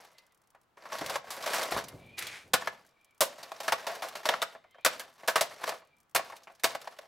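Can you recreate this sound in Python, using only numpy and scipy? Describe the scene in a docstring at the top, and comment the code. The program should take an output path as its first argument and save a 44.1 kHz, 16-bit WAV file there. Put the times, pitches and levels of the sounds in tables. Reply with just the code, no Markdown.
"""Plastic scrapes over concrete, then five hard cracks ring out with clatter and rattling; a bird whistles far off.
A plastic box fan lies in a fenced yard. It is dragged into place, then struck five times with a claw hammer.
The case cracks, lifts on the claw, drops back and rattles. Bursts of tiny snaps, slips and ticks drive
the ringing of the case; shaped noise makes air, scuff and rumble, and wavering tones make the bird.
Scattered echoes of the yard surround the fan and the bird."""
import sys
import numpy as np
from scipy import signal
from scipy.fft import rfft, irfft, next_fast_len
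from scipy.io import wavfile

SR = 44100
rng = np.random.default_rng(int(sys.argv[2]) if len(sys.argv) > 2 else 0)


def output_pcm(signal):
    """Save a mono or channel-first signal as 16-bit PCM at the path in sys.argv[1].

    Samples are clipped to [-1, 1] before scaling.
    """
    pcm = np.clip(np.atleast_2d(signal).T, -1, 1) * 32767
    wavfile.write(sys.argv[1], SR, np.round(pcm).astype(np.int16))


N = 311787
TIME = np.arange(N) / SR

# four ranges of pitch, called registers, for thud, knock, clack and crack: (low f/Hz, high f/Hz)
REGISTER_BANDS = [(95, 468), (450, 2186), (1900, 5800), (6000, 14900)]
# hammer blows: the face cracks the grille, then the case slams onto the slab:
# (t/s, grille f/Hz, crack level/dB, crumbling t60/s, slam delay/s, panel f/Hz, slam level/dB, extra bass/dB)
HAMMER_BLOWS = [(2.534, 3916, -23.5, 0.055, 0.0032, 1470, -20.5, 3.5),
                (3.206, 565, -21.5, 0.13, 0.011, 620, -26, -1),
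                (4.8478, 1520, -21.5, 0.048, 0.012, 1460, -20.5, 0.5),
                (6.1483, 900, -25.5, 0.092, 0.0105, 1720, -23, -1.5),
                (6.635, 2100, -29.5, 0.12, 0.0062, 750, -21, -1)]


def from_db(db):
    """Turn decibels into a gain; t60 everywhere is the time to fade by 60 dB."""
    return 10 ** (np.asarray(db) / 20)


def rms_one(x):
    """Scale a sound to an average strength (rms) of 1."""
    return x / np.sqrt(np.mean(x ** 2) + 1e-20)


def energy_one(x):
    """Scale a response so that it passes white noise at unchanged power."""
    return x / np.sqrt(np.sum(x ** 2) + 1e-20)


def gains(rows):
    """Draw level curves as gains per sample, silent outside their span."""
    s, *columns = np.transpose(rows)
    inside = (TIME >= s[0]) * (TIME <= s[-1])
    return [from_db(np.interp(TIME, s, c)) * inside for c in columns]


def at_hz(points, hz):
    """Read a table between its points, with pitch spaced as the ear hears it (log frequency)."""
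    f, value = np.transpose(points)
    return np.interp(np.log(hz), np.log(f), value)


def swell(start_s, rise_s, hold_s, t60):
    """Envelope that rises up to its start, holds and dies away."""
    t = TIME - start_s
    return np.clip(1 + t / rise_s, 0, 1) * from_db(-60 * np.maximum(t - hold_s, 0) / t60)


def butter(x, hz, kind, order=2):
    """Keep the lows, highs or a band with a Butterworth filter that looks only backwards in time."""
    return signal.sosfilt(signal.butter(order, hz, kind, fs=SR, output="sos"), x + 1e-18)


def resonance(x, hz, width_hz):
    """Ring at one pitch, with gain 1 at its top; a narrower resonance rings longer."""
    r = np.exp(-np.pi * width_hz / SR)
    feedback = [1, -2 * r * np.cos(2 * np.pi * hz / SR), r * r]
    return signal.lfilter(np.array([1, 0, -1]) * (1 - r * r) / 2, feedback, x)


def through(x, response):
    """Pass a sound through an impulse response."""
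    return signal.oaconvolve(x, response)[:N]


def coloured(x, spectrum):
    """Tilt a sound's mix of pitches by a table; rms 1."""
    size = next_fast_len(N)
    hz = np.maximum(np.arange(size // 2 + 1) * SR / size, 1)
    return rms_one(irfft(rfft(x, size) * from_db(at_hz(spectrum, hz)), size)[:N])


def grains(size, per_s, spread_db):
    """Tiny snaps at random moments; a larger spread makes their strengths more uneven; rms 1."""
    out = np.zeros(size)
    born = np.flatnonzero(rng.random(size) < per_s / SR)
    strength, sign = rng.random((2, size))[:, born]
    extra_db = spread_db * np.minimum(-np.log(1 - strength), 4)
    out[born] = from_db(extra_db) * np.sign(sign - .5)
    return rms_one(out)


def air(level_db):
    """Steady faint outdoor noise: random pressure with more bass than treble."""
    # colour of outdoor air: (f/Hz, relative level per Hz/dB)
    air_colour = [(25, -2), (60, 1.5), (130, 6.5), (280, 2.5), (650, 3.5), (1200, 5), (2200, -5.5),
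                  (3500, -10.5), (6500, -17), (12000, -22.5), (16000, -17.5)]
    return from_db(level_db) * coloured(rng.standard_normal(N), air_colour)


def yard(build_s=0.0052, dull_hz=5000):
    """Scattered echoes from fence and walls; the bass rings longest and the highest treble dies first."""
    # how long the yard rings: (f/Hz, t60/s)
    ring_times = [(100, 0.89), (700, 0.29), (2000, 0.35), (5000, 0.47), (13000, 0.13)]
    t = TIME[:SR]
    edges = np.geomspace(40, 18000, 10)
    tail = np.zeros(SR)
    for band in zip(edges, edges[1:]):
        t60 = at_hz(ring_times, np.sqrt(np.prod(band)))
        tail += butter(rng.standard_normal(SR), band, "band") * from_db(-60 * t / t60)
    return energy_one(butter(tail * (1 - np.exp(-t / build_s)), dull_hz, "low", order=1))


def sideways(t60=0.2, low_hz=220, top_hz=5200):
    """Early reflections off the fence and slab, which reach the two ears differently."""
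    t = TIME[:SR // 5]
    fading = rng.standard_normal(len(t)) * from_db(-60 * t / t60)
    return energy_one(butter(fading, [low_hz, top_hz], "band", order=3))


def bird(rise_hz_per_s=130, waver_hz=32, flutter_db=4, rasp_db=-6, rasp_hz=(1900, 4000)):
    """Distant whistles: tones that rise slightly, waver and flutter, with a faint rasp around them."""
    # bird whistles: (t/s, length/s, f/Hz, level/dB)
    whistles = [(0.145, 0.076, 2060, -68.5), (0.302, 0.032, 2007, -71), (1.864, .11, 2096, -65),
                (1.971, 0.15, 2337, -61), (2.074, 0.11, 2420, -61), (2.892, 0.29, 2336, -74),
                (4.592, 0.23, 2084, -73.5), (4.695, 0.1, 3110, -71), (4.776, 0.1, 2370, -65.5),
                (5.798, 0.21, 2350, -75)]
    out = np.zeros(N)
    for s, length, pitch_hz, db in whistles:
        u = np.linspace(0, 1, int(length * SR))
        waver, flutter = rms_one(butter(rng.standard_normal((2, SR)), 50, "low"))[:, -len(u):]
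        rasp = rms_one(butter(rng.standard_normal(SR), rasp_hz, "band", order=3))[-len(u):]
        hz = pitch_hz + rise_hz_per_s * length * (u - .5) + waver_hz * waver
        tone = from_db(flutter_db * flutter) * np.sin(2 * np.pi * np.cumsum(hz) / SR)
        fade_in_out = np.sqrt(np.abs(np.sin(np.pi * u)))
        start = int(s * SR)
        out[start:start + len(u)] += from_db(db) * fade_in_out * (tone + from_db(rasp_db) * rasp)
    return out


def grit(db=-79, per_s=22, band_hz=(3500, 14000), t60=0.03):
    """Tiny splinters and grains of sand keep settling, each a faint high tick of fading noise."""
    t = TIME[:SR // 10]
    tick = energy_one(butter(rng.standard_normal(len(t)) * from_db(-60 * t / t60), band_hz, "band", order=1))
    return from_db(db) * through(grains(N, per_s, spread_db=3), tick)


def scuff(start_s=2.184, hold_s=0.19, release_t60=0.38, db=-41, sag_db_per_s=35):
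    """Grit grinds under a sole: a dense run of snaps that sags and then dies away."""
    # colour of the scuff: (f/Hz, relative level per Hz/dB)
    scuff_colour = [(180, -37.5), (300, -11.5), (656, -15), (749, -10), (946, -14), (2320, -3), (2650, -9),
                    (3350, -11), (10000, -23), (16000, -37.5)]
    pressure = swell(start_s, 0.014, hold_s, release_t60)
    level = from_db(db - sag_db_per_s * np.maximum(TIME - start_s, 0))
    return pressure * level * coloured(grains(N, per_s=15000, spread_db=4.5), scuff_colour)


def rumble(rise_s=0.037, t60=0.74, rub_db=0, grit_db=-13, low_hz=(65, 190)):
    """Case and feet shift their weight on the slab: a low rumble with a dull rub and a little grit."""
    # dull shifts of weight: (t/s, level/dB)
    weight_shifts = [(1.02, -56), (1.3, -72), (1.745, -50), (1.94, -53.5), (2.121, -70.5), (2.242, -63),
                     (2.47, -63.5)]
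    weight = sum(from_db(db) * swell(s, rise_s, 0, t60) for s, db in weight_shifts)
    low, rub = rng.standard_normal((2, N))
    low = rms_one(butter(low, low_hz, "band"))
    rub = rms_one(butter(rub, [200, 700], "band"))
    fine_grit = rms_one(butter(grains(N, per_s=3000, spread_db=3), [1000, 9000], "band", order=1))
    return weight * (low + from_db(rub_db) * rub + from_db(grit_db) * fine_grit)


def chatter(per_s, spread_db, slip_s, ring_share, ring_q=13, count=22):
    """Uneven slips: each is a short flurry of grit and rings one small part of the case at its own pitch."""
    slips = grains(N, per_s, spread_db)
    slip_energy = signal.lfilter([1], [1, -np.exp(-1 / (slip_s * SR))], slips ** 2 + 1e-18)
    flurry = rms_one(np.sqrt(slip_energy))
    part = rng.integers(0, count, N)
    pitches = np.geomspace(450, 12000, count) * rng.uniform(.96, 1.04, count)
    rings = rms_one(sum(resonance(slips * (part == k) + 1e-18, hz, hz / ring_q)
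                        for k, hz in enumerate(pitches)))
    snaps = np.array([grains(N, 9000, spread_db=2.5) for _ in REGISTER_BANDS])
    return np.sqrt(1 - ring_share) * flurry * snaps + np.sqrt(ring_share) * rings


def drag(brightening=0.35):
    """The feet of the case catch and slip on the concrete; the harder the pull, the brighter the grind."""
    # force of the drag, in two pulls: (t/s, level/dB)
    pulls = [(0.77, -55), (0.905, -49), (0.93, -39.5), (1.02, -43.5), (1.06, -42), (1.165, -35),
             (1.225, -61), (1.255, -48), (1.33, -44), (1.42, -38.5), (1.53, -31.5), (1.68, -37),
             (1.78, -34), (1.87, -55), (1.93, -59)]
    # colour of the drag: (thud level/dB, knock level/dB, clack level/dB, crack level/dB)
    drag_colour = (-18, -2, -7, -11.5)
    pull = gains(pulls)[0]
    # brightening is in dB of crack per dB of pull; the thud register moves half as far the other way
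    exponent = brightening * np.linspace(-.5, 1, 4)[:, None]
    tilt = (pull / pull.max() + 1e-9) ** exponent
    slips = chatter(per_s=1200, spread_db=5.5, slip_s=0.0061, ring_share=0.21)
    return pull * tilt * from_db(drag_colour)[:, None] * slips


def rattle(colour_db=(-17, -3, -8, -14), hollow=0.17, settle_db=-18, settle_t60=0.67):
    """Loose plastic ticks while the case is shaken, and settles after each blow."""
    # shaking by hand or on the claw, one table a spell: (t/s, level/dB)
    shaking_spells = [
        [(0.0, -50), (0.08, -62.5), (0.3, -78)],
        [(3.38, -51), (3.55, -51.5), (3.86, -43.5), (4.13, -45), (4.35, -52.5), (4.54, -56.5), (4.62, -89)],
        [(5.18, -55.5), (5.5, -46.5), (5.59, -50.5), (5.65, -40.5), (5.76, -50.5), (5.83, -69)],
        [(6.3, -60), (6.55, -64.5), (6.83, -59), (7.07, -58.5)],
    ]
    shaken = sum(gains(spell)[0] for spell in shaking_spells)
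    settling = np.zeros(N)
    for s, *_, after_s, _, slam_db, _ in HAMMER_BLOWS:
        settling += from_db(slam_db + settle_db) * swell(s + after_s, after_s, 0, settle_t60)
    loose = chatter(per_s=220, spread_db=2.5, slip_s=0.0072, ring_share=0.13, ring_q=31)
    ticks = np.hypot(shaken, settling) * from_db(colour_db)[:, None] * loose
    return ticks + hollow * resonance(ticks, 700, 300)  # light touches mostly stir the hollow of the case


def thumps(hz=62, width_hz=150, delay_s=0.0016, db=-51):
    """A heavy blow goes through the case into the slab: one damped low swing."""
    clicks = np.zeros(N)
    for s, *_, weight_db in HAMMER_BLOWS:
        clicks[int((s + delay_s) * SR)] = from_db(db + weight_db) * SR / width_hz
    return butter(resonance(clicks, hz, width_hz), 80, "low")


def case_responses(bass_hz=230, crack_top_hz=13000):
    """A snap plus the ringing of the case and grille, split into its four registers."""
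    # ringing pitches of case and grille: (f/Hz, level against the snap/dB, t60/s)
    modes = [(437, -44, 0.0084), (548, -41, 0.018), (635, -38, 0.011), (661, -46.5, 0.08),
             (797, -37.5, 0.01), (960, -40, 0.013), (1100, -41.5, 0.04), (1334, -65.5, .03),
             (1650, -54.5, .03), (1720, -56.5, 0.21), (2800, -51, 0.014), (3673, -43.5, 0.012),
             (4340, -46, 0.033), (5760, -60, 0.012), (5920, -44, 0.031), (7290, -36.5, 0.013),
             (12500, -47.5, .012), (13800, -47, .012)]
    t = TIME[:SR // 4]
    body = sum(from_db(db - 60 * t / t60) * np.cos(2 * np.pi * hz * t) for hz, db, t60 in modes)
    body[0] += 1
    body = butter(body, bass_hz, "high", order=1)  # a small open box radiates little bass
    body = butter(body, crack_top_hz, "low", order=1)
    return [energy_one(butter(body, band, "band", order=3)) for band in REGISTER_BANDS]


def ribs(t, t60=0.013, count=9):
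    """Every touch sets a different handful of grille ribs ringing."""
    hz = np.exp(rng.uniform(np.log(1800), np.log(15000), (count, 1)))
    strength = rng.choice([-1, 1], (count, 1)) * np.sqrt(hz / hz.mean() / count)
    return (strength * np.sin(2 * np.pi * hz * t)).sum(axis=0) * from_db(-60 * t / t60)


def touches(slam_t60=0.073, tap_t60=0.084, bump_t60=0.11, tick_t60=0.057):
    """List every contact as (t/s, panel f/Hz, level in each register/dB, t60/s)."""
    # the case knocks against concrete and hammer: (t/s, panel f/Hz, level/dB, hardness/dB, crumbling t60/s)
    knocks = [(0.92, 1110, -39, 1, 0.24), (1.096, 657, -33, 4, 0.082), (1.156, 980, -28.5, -1, 0.05),
              (1.304, 1070, -43.5, 10.5, 0.23), (1.46, 570, -33, 2, 0.18), (1.532, 1480, -33, 6, 0.34),
              (1.764, 1100, -38, -26, 0.14), (2.672, 1660, -26, -3, 0.049),
              (3.517, 710, -35.5, -2.5, 0.027), (3.602, 796, -37.5, 4, 0.076),
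              (3.631, 704, -44.5, 5.5, 0.36), (3.679, 1440, -26, 2, 0.081),
              (3.721, 1100, -19.5, -0.5, 0.068), (3.867, 610, -31, 1.5, 0.12),
              (3.894, 690, -37.5, -6, 0.31), (4.021, 765, -34.5, 1, 0.23), (4.153, 610, -37, 3, 0.078),
              (4.254, 610, -27.5, 2.5, 0.11), (4.288, 3270, -18.5, -1, 0.032),
              (4.294, 590, -31, -2.5, 0.31), (4.338, 1140, -23, -9.5, 0.025), (4.417, 3500, -32, 5, 0.03),
              (4.423, 1380, -28.5, 4, 0.066), (4.995, 1720, -40, 8.5, 0.087), (5.276, 1310, -32.5, 9, 0.13),
              (5.281, 1520, -23.5, 2, 0.094), (5.3569, 1150, -20.5, 3.5, 0.075),
              (5.377, 1550, -32.5, 2.5, 0.14), (5.409, 630, -24, 6.5, 0.091),
              (5.638, 1010, -31.5, 0.5, 0.025), (5.675, 620, -32.5, 1, 0.18), (5.691, 650, -30, 5.5, 0.026),
              (6.298, 1100, -44.5, -2, 0.033), (6.749, 745, -33, 0.5, 0.048),
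              (6.873, 770, -35.5, -5, 0.034), (6.987, 600, -40, -1, 0.032)]
    # loose parts tap the hollow case softly: (t/s, panel f/Hz, level/dB)
    taps = [(0.547, 940, -57.5), (0.772, 600, -53), (0.853, 1020, -48), (2.619, 1720, -41),
            (4.549, 652, -47.5), (4.64, 670, -56.5), (4.745, 634, -54.5), (4.783, 650, -56.5),
            (5.233, 587, -45), (5.72, 617, -39), (5.818, 1100, -56.5), (6.192, 710, -36),
            (6.322, 880, -43.5), (6.471, 2400, -46.5), (6.498, 670, -53), (7.03, 650, -56)]
    # the dragged case bumps over the slab: (t/s, panel f/Hz, level/dB)
    bumps = [(1.01, 550, -35), (1.718, 850, -36.5), (1.744, 810, -38.5), (1.763, 1100, -35)]
    # shards and grit tick: (t/s, f/Hz, level/dB)
    ticks = [(0.046, 2000, -60), (0.182, 4580, -57.5), (0.435, 2090, -76), (0.631, 10100, -79),
             (0.984, 4430, -42.5), (1.06, 680, -37.5), (1.424, 4300, -43.5), (1.629, 1030, -34.5),
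             (1.839, 6060, -48), (1.883, 11600, -46), (2.18, 4270, -42), (2.188, 11990, -38),
             (2.222, 2020, -39), (2.268, 3450, -40.5), (2.889, 960, -70.5), (3.43, 4430, -46),
             (3.951, 685, -45.5), (4.084, 1420, -44), (4.166, 1340, -49.5), (6.364, 660, -51),
             (6.433, 6000, -59.5), (6.549, 5370, -64), (6.596, 1720, -58), (6.691, 7500, -51.5),
             (6.814, 654, -49)]
    # colour of each kind of contact: (thud level/dB, knock level/dB, clack level/dB, crack level/dB)
    crack_colour = (-19.5, -3.5, -4.5, -1.5)
    slam_colour = (-18, -1.5, -3.5, -6.5)
    knock_colour = (-22, -1.5, -8, -14.5)
    tap_colour = (-17, 0.5, -20, -28.5)
    bump_colour = (-3.5, -0.5, -8, -15)
    tick_colour = (-21.5, -9.5, -1.5, -4)
    # share of a knock's hardness that reaches each register: (thud, knock, clack, crack) [plain factors]
    hardness_share = (0.3, 0, 0.88, 1.5)
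    for s, grille_hz, crack_db, t60, after_s, panel_hz, slam_db, weight_db in HAMMER_BLOWS:
        yield s, grille_hz, np.add(crack_colour, crack_db), t60
        yield s + after_s, panel_hz, np.add(slam_colour, slam_db) + [weight_db, 0, 0, 0], slam_t60
    for s, hz, db, hardness_db, t60 in knocks:
        yield s, hz, np.add(knock_colour, db) + np.multiply(hardness_share, hardness_db), t60
    for rows, colour, t60 in [(taps, tap_colour, tap_t60), (bumps, bump_colour, bump_t60),
                              (ticks, tick_colour, tick_t60)]:
        for s, hz, db in rows:
            yield s, hz, np.add(colour, db), t60


def contacts(panel_db=3, panel_q=5, snaps_per_s=9000, hold_s=0.004, rise_s=0.00052, impact=4, ribs_db=-3):
    """Each contact is one impact in a burst of snaps that dies away; it rings its panel and nearby ribs."""
    force = np.zeros((4, N))
    t = TIME[:SR // 7]  # a burst ends after a seventh of a second at most
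    for s, panel_hz, levels_db, t60 in touches():
        snaps = np.array([grains(len(t), snaps_per_s, spread_db=0.0) for _ in REGISTER_BANDS])
        snaps *= from_db(-60 * np.maximum(t - hold_s, 0) / t60)
        snaps += from_db(ribs_db) * ribs(t)
        snaps *= 1 - np.exp(-t / rise_s)
        snaps[:, SR // 400] += impact * rng.choice([-1, 1])  # the plastic gives for an instant, then stops hard
        snaps += from_db(panel_db) * resonance(snaps, panel_hz, panel_hz / panel_q)
        burst = snaps * from_db(levels_db)[:, None]
        start = int(s * SR)
        force[:, start:start + len(t)] += burst[:, :N - start]
    return force


def scene(yard_db=-20, side_db=-20.5, bird_echo_db=-11, air_db=-74, air_side_db=-79.5,
          left_db=0.24, hollow_left=.07, grille_right=0.12):
    """The fan, its hollow sounding from the left and its grille from the right, with bird and air around it."""
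    force = contacts() + drag() + rattle()
    fan = sum(through(f, response) for f, response in zip(force, case_responses())) + thumps()
    song = bird()
    echoes = through(from_db(yard_db) * fan + from_db(bird_echo_db) * song, yard())
    mid = fan + grit() + scuff() + rumble() + song + echoes + air(air_db)
    # the side signal is added on the left and subtracted on the right
    side = from_db(side_db) * through(mid, sideways()) + air(air_side_db)
    side += hollow_left * resonance(fan, 520, 500) - grille_right * resonance(fan, 4000, 2500)
    return np.array([mid + side, mid - side]) * from_db([[left_db], [-left_db]])


def record(dry, ceiling=0.59, cutoff_hz=16000):
    """Round the loudest peaks towards the ceiling, then cut the treble above the cutoff."""
    rounded = ceiling * np.tanh(dry / ceiling)
    return signal.sosfilt(signal.ellip(10, .1, 80, cutoff_hz, fs=SR, output="sos"), rounded)


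dry = scene()
out = record(dry)
output_pcm(out)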